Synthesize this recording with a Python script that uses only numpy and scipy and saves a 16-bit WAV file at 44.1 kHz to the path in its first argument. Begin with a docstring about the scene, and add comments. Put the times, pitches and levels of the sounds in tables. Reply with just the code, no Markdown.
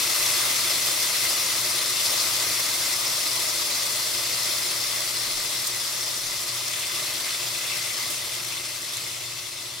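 """A kitchen, close to the stove: marinated chicken fries in a steel skillet while tongs nudge it about.
Countless steam bubbles burst in the oil as a bed of fizz, crackle and tiny rings, coloured by pan and room.
The sizzle sinks as the pan cools, and the stove hums underneath. Later, wet meat puffs on hot steel,
shoves rumble softly, drops spit, and a flood of juice brings fat bubbles and pops."""
import sys
import numpy as np
from scipy import signal
from scipy.fft import rfft, irfft, next_fast_len
from scipy.io import wavfile
from scipy.ndimage import uniform_filter1d

SR = 44100
rng = np.random.default_rng(int(sys.argv[2]) if len(sys.argv) > 2 else 0)


def generate_wav(signal):
    """Clip the signal to [-1, 1] and save it as 16-bit WAV at the path in sys.argv[1]."""
    frames = np.transpose(np.atleast_2d(signal))
    scaled = np.clip(frames, -1, 1) * 32767
    pcm = np.round(scaled).astype(np.int16)
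    wavfile.write(sys.argv[1], SR, pcm)


N = 432163

# Tone of the bursting bubbles. Each row: frequency in Hz, relative level in dB.
SIZZLE_TONE = [(120, -21.5), (220, -15.5), (450, -15.5), (800, -12), (1200, -7.5), (1650, -10),
               (2900, -6.5), (4200, -3), (5200, -2.5), (6800, -5.5), (10000, -6), (13000, -10),
               (15800, -15)]
# Resonances of the pan and the hob around it. Each row: centre in Hz, width in Hz, lift in dB.
PAN_RESONANCES = [(300, 25, 3), (351.6, 41, 11), (492.6, 35.5, 12), (575, 44, 5), (620.5, 61, 9.5),
                  (687, 32, 4.5), (848, 35, 3), (1005, 36, 7.5), (1115, 54, 1.5), (1210, 58, 4),
                  (2016, 145, 7.5), (2150, 36, 7.5), (2197, 40, 2.5), (2544, 140, 2.5), (2690, 100, 1),
                  (3510, 65, 8), (3700, 90, 0.5), (4080, 80, 2), (4570, 70, 0), (4810, 70, -0.9),
                  (5220, 62, 3.5), (5280, 80, -1), (5800, 110, 1.5), (7230, 200, 2), (9030, 350, 1.5)]
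# Where the sizzle leans in the stereo image. Each row: frequency in Hz, left minus right in dB.
SIZZLE_BALANCE = [(60, -3), (92, 0.0), (140, 18), (210, 0), (330, 1.5), (500, 4.0), (770, 4.0), (1170, 3.5),
                  (1790, 2.5), (2740, 3.5), (4190, 1), (6410, 4), (9810, 1.5), (15000, 0.5)]
# Stereo width. Each row: frequency in Hz, left-right likeness from 0 (wide) to 1 (mono).
STEREO_LIKENESS = [(100, 0.74), (620, 0.83), (800, .45), (1100, 0.8), (1450, .45), (2000, 0.86),
                   (2950, 0.26), (3600, 0.65), (4800, 0.96), (6000, 0.64), (7000, 0.15), (10000, 0.15),
                   (12000, 0.027), (16000, .03)]
# Wet meat meets fresh hot oil and the boil surges. Each row: start in seconds, lift in dB, decay in seconds.
BOIL_SURGES = [(0.13, 1.4, 0.4), (1.19, 1.2, 0.11), (1.98, 1.45, 0.78), (4.42, 1, .2), (5.82, 0, .2),
               (6.9, 1, .4), (7.95, 0.5, .2), (8.89, 1.5, 0.23)]
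# Low wash of stove and kitchen. Each row: frequency in Hz, relative level in dB.
WASH_TONE = [(15, -15), (45, -12), (72, -4.5), (96, 6.5), (150, 5), (205, -15), (290, -2), (600, -36),
             (1500, -31), (6000, -48)]
# Mains hum of the stove. Each row: frequency in Hz, level in dB around which it wavers.
HUM_PARTIALS = [(120, -55.5), (360, -59.5)]
# Wet meat touches hot steel. Each row: start in seconds, relative level in dB, decay in seconds.
STEAM_PUFFS = [(3.855, -35, 0.014), (5.618, -35, .008), (5.67, -31, 0.012), (6.955, -41, .015),
               (8.101, -36, 0.033), (8.97, -35, .004)]
# The tongs push the meat about. Each row: start in seconds, length in seconds, level in dB.
MEAT_SHOVES = [(4.82, .26, -64), (5.17, .34, -53), (6.148, .3, -59)]
# Drops of juice burst in the oil. Each row: start in seconds, relative level in dB.
JUICE_SPITS = [(5.669, -15), (5.8784, -10), (6.31, -18), (6.6816, -11), (6.734, -11), (6.963, -13),
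               (7.2004, -15), (7.3057, -11), (7.7696, -13), (8.3492, -20), (8.937, -16), (8.97, -18),
               (9.0737, -16)]
# The tongs press out a gush of juice. Each row: start in seconds, relative amount in dB.
JUICE_GUSHES = [(6.67, -13), (7.22, -6.5), (7.64, -4), (8.47, -13)]
# The largest juice bubbles pop. Each row: start in seconds, relative level in dB, starting pitch in Hz.
JUICE_POPS = [(6.7379, -22, 3490), (6.8971, -27, 2010), (6.9594, -27, 3510), (7.2694, -26, 2070),
              (7.4727, -26, 3130), (7.6533, -22, 2620), (7.7144, -32, 2420), (8.0365, -24, 2100),
              (8.5044, -29, 3470), (8.9344, -25, 3520)]

BOIL_DB, COOL_DB_PER_S = -26.5, 0.6319  # the boil sinks slowly as the meat cools the pan
STIR_S, STIR_DB_PER_S = 4.25, 0.6153  # shoving the large pieces about cools the oil further
FLOOD_S, FLOOD_DB_PER_S = 6.53, 1.35  # juice runs out from under a lifted piece and feeds the boil
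REST_S, REST_DB_PER_S = 7.87, 3.5  # the tongs let go and the boil dies down


def amp(db):
    """Decibels to gain."""
    return 10 ** (np.asarray(db) / 20)


def unit_rms(x):
    """Scales to an rms of one."""
    return x / np.sqrt(np.mean(x ** 2) + 1e-20)


def curve(points, hz):
    """Reads a curve on a log-frequency axis."""
    point_hz, value = np.transpose(points)
    return np.interp(np.log(hz + 1), np.log(point_hz + 1), value)


def lean(db):
    """Stereo gains: left up by db, right down by as much."""
    return amp(np.array([[1], [-1]]) * db)


def add(mix, start_s, sound):
    """Drops a stereo sound into the mix."""
    part = mix[:, max(round(start_s * SR), 0):][:, :sound.shape[1]]
    part += sound[:, :part.shape[1]]


def eq(x, gain):
    """Filters by a gain that is a function of frequency."""
    size = next_fast_len(N + 4096)
    return irfft(rfft(x, size) * gain(np.fft.rfftfreq(size, 1 / SR)), size)[..., :N]


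def wander(t, slow_hz, fast_hz, count=40):
    """A random wobble of unit rms, summed from sines."""
    hz = np.geomspace(slow_hz, fast_hz, count)[:, None]
    return unit_rms(np.sin(2 * np.pi * (hz * t + rng.random((count, 1)))).sum(0))


def swell(age, rise_s, decay_s):
    """Rises in a straight line to 1, then dies away."""
    return np.clip(age / rise_s, 0, 1) * np.exp(-np.maximum(age - rise_s, 0) / decay_s)


def stereo_blend(x):
    """Blends two unrelated channels into one image: narrow in the bass, wide at the top."""
    angle = lambda hz: np.arcsin(np.clip(curve(STEREO_LIKENESS, hz), -1, 1)) / 2
    return eq(x, lambda hz: np.cos(angle(hz))) + eq(x[::-1], lambda hz: np.sin(angle(hz)))


def kitchen(x, wet_db, t60):
    """Adds the quick, dense echoes of pan wall, hob and tiles."""
    t = np.arange(SR // 4) / SR
    taps = rng.standard_normal((2, len(t))) * (rng.random((2, len(t))) < .15) * (t > .0006)
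    taps *= amp(-60 * t / t60)
    taps /= np.linalg.norm(taps, axis=1, keepdims=True)
    return x + amp(wet_db) * signal.oaconvolve(x, taps, axes=1)[:, :N]


def bursts(per_s, spread_db, limit):
    """Random clicks, mostly small and now and then large."""
    size = amp(spread_db * np.minimum(rng.exponential(1, N), limit))
    return size * rng.choice([-1, 1], N) * (rng.random(N) < per_s / SR)


def fizz():
    """Tiny steam bursts, so many that they blur into hiss."""
    return unit_rms(stereo_blend(kitchen(rng.standard_normal((2, N)), wet_db=-17, t60=.08)))


def crackle(per_s=750, rise_db=3):
    """Larger bursts on either side of the pan; they come forward as the fizz thins."""
    clicks = np.array([bursts(per_s, spread_db=4.2, limit=3.1) for _ in range(2)])
    bright = eq(stereo_blend(clicks), lambda hz: amp(curve([(1000, -3), (6000, 0.5), (14000, 2)], hz)))
    return unit_rms(kitchen(bright, wet_db=-1.5, t60=0.06) * amp(rise_db * np.arange(N) / N))


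def bubbles(centre_hz, spread, cycles, per_s, count=48):
    """Bubbles ring for a few milliseconds, each at the pitch of its size, rising slightly as it opens."""
    t, out = np.arange(SR // 40) / SR, np.zeros((2, N))
    size_rank = (np.arange(count) + .5) / count
    pitches = centre_hz * (size_rank / (1 - size_rank)) ** (spread / 2)  # crowded around the centre
    for hz in pitches:
        ping = np.sin(2 * np.pi * hz * t * (1 + 1.1 * t)) * np.exp(-2 * hz * t / cycles)
        train = signal.oaconvolve(bursts(per_s, spread_db=3.2, limit=3), ping)[:N]
        side = rng.uniform(-0.31, 0.42)
        out += [(1 + side) * train, (1 - side) * np.roll(train, rng.integers(-2, 3))]
    return unit_rms(kitchen(out, wet_db=-1.5, t60=0.15))


def juice_in_oil(t, puddle_db=-7.5, drying_db_per_s=3, flood_db=-7, flood_rise_s=.6):
    """How much juice boils in the oil: a drying puddle, then a lasting flood with gushes on top."""
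    puddle = amp(puddle_db - drying_db_per_s * t)
    flood = amp(flood_db) * np.clip(.5 + (t - FLOOD_S) / flood_rise_s, 0, 1)
    gushes = sum(amp(db) * swell(t - start, rise_s=0.075, decay_s=0.12) for start, db in JUICE_GUSHES)
    return puddle + flood + gushes


def boil_db(t):
    """How hard the pan boils: it cools in stages and surges when meat touches fresh oil."""
    since = lambda start: np.maximum(t - start, 0)
    cooling = COOL_DB_PER_S * t + STIR_DB_PER_S * since(STIR_S) + REST_DB_PER_S * since(REST_S)
    surges = sum(db * swell(t - start, rise_s=0.056, decay_s=decay) for start, db, decay in BOIL_SURGES)
    return BOIL_DB - cooling + FLOOD_DB_PER_S * since(FLOOD_S) + surges


def skillet(x, sway_db=0.17, flutter_db=0.52, cluster_db=1.01):
    """The boil rides the level of the bursts, in uneven clusters; the pan lends them its resonances."""
    hz, t, spectrum = signal.stft(x, SR, nperseg=1024, noverlap=768)
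    resonance_db = sum(db * 0.5 ** ((2 * (hz - centre) / width) ** 2)
                       for centre, width, db in PAN_RESONANCES)
    colour = unit_rms(amp(curve(SIZZLE_TONE, hz) + resonance_db))
    # a hard boil throws finer spray, so the top rises and falls further than the middle
    spray = curve([(350, -0.13), (1200, 0.064), (2500, -0.051),
                   (5000, -0.02), (7500, -0.029), (13000, 0.29)], hz)
    boil = boil_db(t)
    level_db = boil + spray[:, None] * (boil - boil.mean())
    # clusters of like-sized bubbles come and go
    clusters = uniform_filter1d(rng.standard_normal(spectrum.shape[1:]), size=16, axis=0)
    level_db += cluster_db * unit_rms(uniform_filter1d(clusters, size=7, axis=1))
    level_db += sway_db * wander(t, 3, 12) + flutter_db * wander(t, 12, 45)
    sides = lean(curve(SIZZLE_BALANCE, hz) / 2)
    spectrum *= amp(level_db) * (sides * colour)[:, :, None]
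    return signal.istft(spectrum, SR, nperseg=1024, noverlap=768)[1][:, :N]


def stove(wash_db=-55, waver_db=1.9):
    """A slightly wavering mains hum over a low wash."""
    t = np.arange(N) / SR
    hum = sum(np.sqrt(2) * amp(db) * np.sin(2 * np.pi * (hz * t + rng.random()))
              for hz, db in HUM_PARTIALS)
    wash = eq(stereo_blend(rng.standard_normal((2, N))), lambda hz: amp(curve(WASH_TONE, hz)))
    return hum * amp(waver_db * wander(t, 0.804, 7.6, count=12)) + amp(wash_db) * unit_rms(wash)


def steam_puffs():
    """Moisture on the meat flashes to steam against hot steel: short, bright puffs of noise."""
    t, out = np.arange(SR // 5) / SR, np.zeros((2, N))
    for start, db, decay in STEAM_PUFFS:
        add(out, start, amp(db) * np.exp(-t / decay) * rng.standard_normal((2, len(t))))
    return eq(out, lambda hz: amp(curve([(400, -20), (3500, 3), (9000, 13.5), (16000, 7)], hz)))


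def shoves(low_hz=24, high_hz=35):
    """A soft sub rumble swells with each push of the meat."""
    out = np.zeros((2, N))
    for start, length, db in MEAT_SHOVES:
        t = np.arange(int(length * SR)) / SR
        rumble = np.array([wander(t, low_hz, high_hz, count=5) for _ in range(2)])
        add(out, start, amp(db) * rumble * signal.windows.tukey(len(t), .6))
    return out


def spits(ring_hz=6500, decay_s=0.00017, low_cut_hz=2200):
    """A drop explodes in the oil with a snap of about one cycle, a little to one side."""
    t, out = np.arange(SR // 200) / SR, np.zeros((2, N))
    for start, db in JUICE_SPITS:
        detune, side = rng.uniform(-1.4, 1, 2)
        snap = np.cos(2 * np.pi * ring_hz * 2 ** (detune / 2) * t) * np.exp(-t / decay_s)
        add(out, start, amp(db) * lean(2.5 * side) * snap)
    thinned = eq(out, lambda hz: hz / np.hypot(hz, low_cut_hz))
    return kitchen(thinned, wet_db=5, t60=0.054)


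def pops(decay_s=0.0022):
    """A big bubble of juice opens with a short ring that bends upward."""
    t, out = np.arange(SR // 30) / SR, np.zeros((2, N))
    for start, db, hz in JUICE_POPS:
        ring = np.sin(2 * np.pi * hz * t * (1 + 4 * t)) * np.exp(-t / decay_s)
        add(out, start, amp(db) * lean(db=1) * ring)
    return kitchen(out, wet_db=2, t60=.08)


def scene():
    """The mix: a sizzling bed, sharp accents on top, stove and shoves underneath."""
    juice = juice_in_oil(np.arange(N) / SR)
    # where juice floods the oil, small bubbles give way to fat ones
    small = bubbles(centre_hz=4994, spread=0.136, cycles=26, per_s=10) / (1 + 2 * juice)
    fat = bubbles(centre_hz=2850, spread=0.238, cycles=8.7, per_s=10) * juice
    sizzle = skillet(amp(2.0) * fizz() + amp(-3.0) * crackle() + amp(-9.0) * small + amp(-4.5) * fat)
    return sizzle + amp(-2.5) * spits() + amp(-1.5) * pops() + steam_puffs() + stove() + shoves()


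def record(dry, high_cut_hz=15850):
    """A steep high cut takes the very top off the mix."""
    lowpass = signal.firwin(1023, high_cut_hz, window=("kaiser", 9), fs=SR)
    return signal.oaconvolve(dry, lowpass[None], "same")


dry = scene()
out = record(dry)
generate_wav(out)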